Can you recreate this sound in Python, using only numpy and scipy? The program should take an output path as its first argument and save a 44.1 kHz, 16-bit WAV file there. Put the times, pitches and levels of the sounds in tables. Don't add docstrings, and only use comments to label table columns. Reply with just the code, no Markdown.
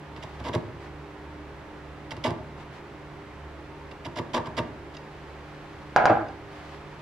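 import sys
import numpy as np
from scipy import signal
from scipy.fft import rfft, irfft, next_fast_len
from scipy.io import wavfile
from scipy.ndimage import uniform_filter1d, map_coordinates

SR = 44100
rng = np.random.default_rng(int(sys.argv[2]) if len(sys.argv) > 2 else 0)


def inscribe(sig):
    pcm = np.round(np.clip(np.atleast_2d(sig).T, -1, 1) * 32767)
    wavfile.write(sys.argv[1], SR, pcm.astype(np.int16))


N = 309141
TIME = np.arange(N) / SR

# (start [s], length [s], crunch [dB], swell over the cut [dB],
# board shake [dB], final break [dB])
CUTS = [(0.162, .016, -53, -9, -44, -45), (0.223, 0.018, -46.5, 2, -41.5, -40.5),
        (0.394, .013, -55, -3, -37, -38), (0.438, 0.055, -44.5, 0, -34, -35.5),
        (0.528, .027, -40, -1, -26, -23), (2.106, 0.016, -40.5, 3.5, -33, -43),
        (2.164, 0.008, -46.5, 0, -47, -37), (2.238, 0.036, -33.5, -5, -25, -28),
        (2.275, .036, -50, -3, -34, -30), (3.910, 0.0093, -47, 0, -42, -48),
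        (4.046, .024, -44.5, -7, -33.5, -36.5), (4.157, 0.036, -39.5, 2, -31, -32),
        (4.333, .051, -38, -4.5, -26.5, -33), (4.457, 0.019, -46, 1, -34, -37.5),
        (4.566, 0.028, -37.5, 8, -25, -29), (4.938, .02, -51, 8, -52, -58)]
# (frequency [Hz], relative level [dB])
CRUNCH_SPECTRUM = [(500, -25), (1200, 1), (2200, 2.5), (3600, 0.5), (5000, -9.5), (7000, -11), (10000, -34),
                   (15000, -47)]
# (frequency [Hz], relative level [dB])
FIZZ_SPECTRUM = [(2500, -47), (5000, -1), (7000, 9.5), (10500, 4), (13000, -9), (16000, -9)]
# (frequency [Hz], width [Hz], relative level [dB])
HELD_CHISEL_MODES = [(1430, 40, -0.5), (1985, 73, 6.5), (2730, 160, -10), (2730, 79, 12), (3710, 250, -5.5),
                     (3850, 124, 9), (4930, 170, -0.5), (6220, 310, -2.5)]
# (frequency [Hz], width [Hz], relative level [dB])
BOARD_MODES = [(232, 36, 1.5), (345, 64, 1), (428, 82, -2), (650, 95, 0.5), (811, 42, -3.5),
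               (928, 160, -0.5), (1168, 76, -4), (1597, 290, -15.5)]
# (frequency [Hz], width [Hz], relative level [dB])
BENCH_MODES = [(95.2, 42, -0.5), (117.5, 54, 1), (175.4, 16.7, -4.5), (243.6, 17, -7.5), (352, 29.5, -2.5),
               (438, 86, -15)]

# (time [s], knock [dB], ring [dB])
BLADE_HITS = [(5.9625, -13, -27.5), (6.0555, -14.5, -26)]
# (time [s], knock [dB], thud [dB])
HANDLE_DROPS = [(6.0974, -19.5, -9), (6.116, -21, -14.5)]
# (frequency [Hz], relative level [dB], t60 [s])
BLADE_MODES = [(2810, -1, .1), (3150, -4, 0.095), (3900, -9.5, 0.055), (4730, 3.5, 0.04),
               (5030, -9.5, 0.065), (5440, 2, 0.031), (6148, -7.5, 0.066), (6724, -2, 0.058),
               (8800, -17.5, .07), (10890, -28, .12), (12130, -31, .1)]
# (frequency [Hz], width [Hz], relative level [dB])
PLANK_MODES = [(768, 47, 3.5), (805, 25, 5), (852, 19, -1), (1230, 30, -8), (1474, 80, -12.5),
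               (1430, 26, -20), (1644, 78, -6.5)]
# (frequency [Hz], relative level [dB])
KNOCK_SPECTRUM = [(50, -38), (110, -16.5), (300, -19), (480, -7), (620, -6), (790, -3), (1000, -2.5),
                  (1180, -13.5), (1400, -5), (1650, -11.5), (1850, -15), (2150, -11.5), (2700, -18.5),
                  (5000, -32.5), (8000, -44), (14000, -56)]
# (frequency [Hz], relative level [dB])
CLICK_SPECTRUM = [(800, -6), (2000, 8.5), (4000, 6), (6500, -13), (8000, -32), (14000, -26)]
# (time [s], level [dB])
TICKS = [(4.9675, -36), (6.284, -45)]
# (middle [s], length [s], level [dB])
SLIDES = [(0.374, 0.67, -52.5), (0.842, .11, -50), (2.61, 0.082, -49), (2.757, 0.11, -51),
          (5.692, 2.5, -55.5), (6.577, 0.21, -51), (6.712, 0.17, -51), (6.97, 0.63, -55)]
# (frequency [Hz], relative level [dB])
SLIDE_SPECTRUM = [(200, -34), (700, 5.5), (2000, -0.5), (4500, -9.5), (8000, -23.5), (15000, -36)]

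# (frequency [Hz], level [dB], waver [dB])
HUM_LINES = [(71.5, -51, 3.5), (102.2, -64.5, -0.5), (147.8, -51, 1.85), (204.6, -64.5, -1.5),
             (299.6, -53, 3), (343.3, -59, 4), (403.4, -55.5, 1.5), (551, -60, 0), (913, -64.5, 11),
             (1116, -93, -8)]
# (frequency [Hz], relative level [dB])
AIR_SPECTRUM = [(15, -16), (30, -2), (55, 2), (120, 2.5), (220, -1.5), (380, 3), (550, -2.5), (900, -0.5),
                (1400, -5.5), (2000, -8), (4000, -20.5), (7000, -31), (10000, -37.5), (15500, -45)]
# (frequency [Hz], left-right likeness [0-1])
MIC_LIKENESS = [(60, 0.98), (250, 0.83), (700, 0.83), (1300, 0.67), (2500, .55), (5000, 0.31), (10000, 0.1)]
# (frequency [Hz], t60 [s])
ROOM_T60 = [(100, 0.72), (300, 0.52), (800, 0.43), (2000, 0.48), (5000, 0.31), (12000, 0.057)]

BITE_S, LET_GO_S = 0.0022, 0.0063
BOARD_BUILD_S, BOARD_TILT_DB = 0.0047, 2
FIZZ_DB = -17.5
CRACK_DB, JOLT_DB, THUMP_DB = -8, 7.5, 1
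CRACK_LEAD_S = 0.0044
ROCK_S, ROCK_SCATTER_S = .0195, .0012
ROCK_KNOCK_DB, ROCK_THUD_DB = -22, -33
STEEL_CONTACT_HZ, SOFT_CONTACT_HZ = 2470, 900


def paring(room, board_lag_s=0.0045, crunch_db=-0.5, chisel_db=-3, crack_fizz_db=-11, pivot_hz=600):
    start, length, *_, break_db = np.transpose(CUTS)
    push, load = pushes()
    fibres = snaps(per_s=6400, spread_db=3.5, slip_db=2.0) * push
    cracks = blows(start + length - CRACK_LEAD_S, break_db + CRACK_DB, span_s=0.0012)
    cutting = fibres + cracks
    edge = (from_db(crunch_db) * through(cutting, colour(CRUNCH_SPECTRUM))
            + from_db(chisel_db) * through(cutting, body(HELD_CHISEL_MODES)))
    fizz = through(from_db(FIZZ_DB) * fibres + from_db(crack_fizz_db) * cracks, colour(FIZZ_SPECTRUM))
    judder = snaps(per_s=4000, spread_db=1, slip_db=-2)
    lows = lowpass(judder, pivot_hz, order=1)
    judder = from_db(-BOARD_TILT_DB) * lows + from_db(BOARD_TILT_DB) * (judder - lows)
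    shake = np.interp(TIME - board_lag_s, TIME, judder * load)
    jolts = blows(start + length + board_lag_s / 2, break_db + JOLT_DB, span_s=0.00038)
    board = through(shake + jolts, body(BOARD_MODES))
    return (at_mics(edge, room, wet_db=-13, pan_db=-4.0, scatter_hz=2000)
            + at_mics(fizz, room, wet_db=-7, pan_db=1.5, scatter_db=-20)
            + at_mics(board, room, wet_db=-4.0, pan_db=-0.5))


def pushes():
    edge, board = np.zeros((2, N))
    for start, length, crunch_db, swell_db, board_db, _ in CUTS:
        t = np.clip(TIME - start, 0, 1)
        bite = np.minimum(t / BITE_S, 1)
        let_go = np.exp(-np.maximum(t - length + CRACK_LEAD_S, 0) / LET_GO_S)
        swell = from_db(swell_db * (np.minimum(t / length, 1) - .5))
        push = bite * let_go * swell
        edge += from_db(crunch_db) * push
        board += from_db(board_db) * push * (1 - np.exp(-t / BOARD_BUILD_S))
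    return edge, board


def snaps(per_s, spread_db, slip_db):
    sizes = from_db(spread_db * np.minimum(rng.exponential(1, N), 4)) * rng.choice([-1, 1], N)
    snapping = rng.random(N) < per_s / SR
    return unit_rms(sizes * snapping * from_db(slip_db * drift(per_s=190)))


def bench(room, lag_s=0.0021, handle_db=-17.5):
    start, length, *_, break_db = np.transpose(CUTS)
    drops, _, thud_db = np.transpose(HANDLE_DROPS)
    times = np.r_[start + length, drops] + lag_s
    jolts = blows(times, np.r_[break_db + THUMP_DB, thud_db + handle_db], span_s=0.016)
    return at_mics(through(jolts, body(BENCH_MODES)), room, wet_db=-6.0, pan_db=-1.5)


def laying_down(room, plank_db=1, chatter_s=0.009, click_db=2, contact_s=0.0065):
    hits, hit_db, ring_db = np.transpose(BLADE_HITS)
    rocks = [(time, ROCK_KNOCK_DB, ROCK_THUD_DB) for time in rocking()]
    touches, touch_db, thud_db = np.transpose(rocks + list(HANDLE_DROPS))
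    contacts = (lowpass(blows(hits, hit_db, contact_s), STEEL_CONTACT_HZ, order=1)
                + lowpass(blows(touches, touch_db, contact_s), SOFT_CONTACT_HZ, order=2))
    knock = through(contacts, colour(KNOCK_SPECTRUM))
    hollow = from_db(plank_db) * through(contacts, body(PLANK_MODES))
    t = TIME[:SR // 2]
    chatter = through(blows(touches, thud_db, span_s=0.0026), noise_burst(t, chatter_s))
    thud = through(chatter, body(BOARD_MODES))
    ring = sum(from_db(db - 60 * t / t60) * np.sin(2 * np.pi * hz * t) for hz, db, t60 in BLADE_MODES)
    taps = blows(hits, ring_db, span_s=0.00095)
    blade = through(taps, unit_energy(ring)) + from_db(click_db) * through(taps, colour(CLICK_SPECTRUM))
    return (at_mics(knock, room, wet_db=1, pan_db=-1.1, scatter_db=-12)
            + at_mics(hollow, room, wet_db=-0.5, pan_db=-1.0)
            + at_mics(thud, room, wet_db=-5.5, pan_db=-0.5)
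            + at_mics(blade, room, wet_db=-9, pan_db=2.0, scatter_db=-8))


def rocking():
    landings = [row[0] for row in BLADE_HITS] + [HANDLE_DROPS[0][0]]
    times = np.concatenate([np.arange(hit + ROCK_S, after - ROCK_S / 2, ROCK_S)
                            for hit, after in zip(landings, landings[1:])])
    return times + ROCK_SCATTER_S * rng.standard_normal(len(times))


def ticks(room, plank_db=-2, steel_db=-1, click_db=-5, skid_s=0.0036):
    skid = noise_burst(TIME[:SR // 10], skid_s)
    taps = through(blows(*np.transpose(TICKS), span_s=0.0018), skid)
    click = from_db(click_db) * through(taps, colour(CRUNCH_SPECTRUM))
    steel = from_db(steel_db) * through(taps, body(HELD_CHISEL_MODES))
    plank = from_db(plank_db) * through(taps, body(PLANK_MODES))
    return at_mics(click + steel + plank, room, wet_db=-11, pan_db=0.0)


def rubbing(grain_db=1.0):
    speed = sum(from_db(db) * np.cos(np.pi * np.clip((TIME - middle) / length, -.5, .5))
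                for middle, length, db in SLIDES)
    friction = diffuse(N) * speed * from_db(grain_db * drift(per_s=71))
    return through(friction, colour(SLIDE_SPECTRUM))


def ventilation(air_db=-45, pan_db=-1.6):
    air = from_db(air_db) * through(diffuse(N), colour(AIR_SPECTRUM))
    hum = 0
    for hz, level_db, waver_db in HUM_LINES:
        phase = 2 * np.pi * (hz * TIME + rng.random()) + 0.18 * waver_db * drift(per_s=5)
        waver = unit_rms(from_db(waver_db * drift(per_s=7)))
        hum = hum + np.sqrt(2) * np.sin(phase) * from_db(level_db) * waver
    return panned(air + hum, pan_db)


def workshop(build_s=0.0048, smooth_hz=15):
    t, hz = TIME[:SR], np.fft.rfftfreq(SR, 1 / SR)
    noise, centres = rfft(diffuse(SR)), np.log([row[0] for row in ROOM_T60])
    tail = 0
    for share, (_, t60) in zip(np.eye(len(centres)), ROOM_T60):
        band = irfft(noise * np.interp(np.log(hz + 1), centres, share), SR)
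        tail = tail + band * unit_energy(from_db(-60 * t / t60) * (1 - np.exp(-t / build_s)))
    spectrum = rfft(tail)
    power = uniform_filter1d(np.mean(np.abs(spectrum) ** 2, axis=0), smooth_hz)
    return irfft(spectrum / np.sqrt(power), SR)[:, :SR // 2]


def at_mics(x, room, wet_db, pan_db, scatter_db=-4, scatter_hz=3500):
    t = TIME[:room.shape[1]]
    scatter = signal.lfilter(*signal.butter(2, scatter_hz, "high", fs=SR), noise_burst(t, 0.00058))
    paths = (t == 0) + from_db(scatter_db) * scatter * [[1], [-1]] + from_db(wet_db) * room
    return panned(through(x, paths), pan_db)


def diffuse(size):
    padded = next_fast_len(size)
    mid, side = rfft(rng.standard_normal((2, padded)))
    alike = np.clip(at_hz(MIC_LIKENESS, np.fft.rfftfreq(padded, 1 / SR)), 0, 1)
    pair = np.sqrt((1 + alike) / 2) * mid + np.sqrt((1 - alike) / 2) * side * [[1], [-1]]
    return irfft(pair, padded)[:, :size]


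def blows(times, levels_db, span_s):
    clicks = np.zeros(N)
    clicks[np.round(np.array(times) * SR).astype(int)] = from_db(levels_db) * np.sqrt(span_s * SR)
    return clicks


def body(modes, reach=2.6):
    t = TIME[:SR // 4]
    ringing = sum((-1) ** k * from_db(db) * width * np.exp(-np.pi * width * t)
                  * np.sin(2 * np.pi * hz * t) for k, (hz, width, db) in enumerate(modes))
    top_hz = min(reach * modes[-1][0], SR / 4)
    return unit_energy(lowpass(ringing, top_hz, order=2))


def colour(spectrum, size=4096):
    cepstrum = irfft(np.log(from_db(at_hz(spectrum, np.fft.rfftfreq(size, 1 / SR)))))
    cepstrum[1:size // 2] *= 2
    cepstrum[size // 2 + 1:] = 0
    return unit_energy(irfft(np.exp(rfft(cepstrum))))


def noise_burst(t, decay_s):
    return unit_energy(rng.standard_normal(len(t)) * np.exp(-t / decay_s))


def drift(per_s):
    knots = rng.standard_normal(int(N / SR * per_s) + 3)
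    curve = map_coordinates(knots, [TIME[::32] * per_s], order=3, mode="nearest")
    return unit_rms(curve).repeat(32)[:N]


def through(x, response):
    return signal.fftconvolve(np.atleast_2d(x), np.atleast_2d(response))[:, :N]


def lowpass(x, hz, order):
    return signal.lfilter(*signal.butter(order, hz, fs=SR), x)


def panned(x, pan_db):
    return x * from_db([[pan_db / 2], [-pan_db / 2]])


def at_hz(points, hz):
    points = np.array(points)
    return np.interp(np.log(np.maximum(hz, 1)), np.log(points[:, 0]), points[:, 1])


def from_db(db):
    return 10 ** (np.asarray(db) / 20)


def unit_rms(x):
    return x / np.sqrt(np.mean(x ** 2) + 1e-20)


def unit_energy(response):
    return response / np.sqrt(np.sum(response ** 2))


def scene():
    room = workshop()
    return paring(room) + bench(room) + laying_down(room) + ticks(room) + rubbing() + ventilation()


def record(dry):
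    left_late_s, ceiling, cutoff_hz = 2.7e-5, 0.92, 15600
    delay = np.exp(-2j * np.pi * np.fft.rfftfreq(N, 1 / SR) * left_late_s)
    left = irfft(rfft(dry[0]) * delay, N)
    clipped = np.clip([left, dry[1]], -ceiling, ceiling)
    return signal.sosfilt(signal.ellip(10, .1, 80, cutoff_hz, fs=SR, output="sos"), clipped)


dry = scene()
out = record(dry)
inscribe(out)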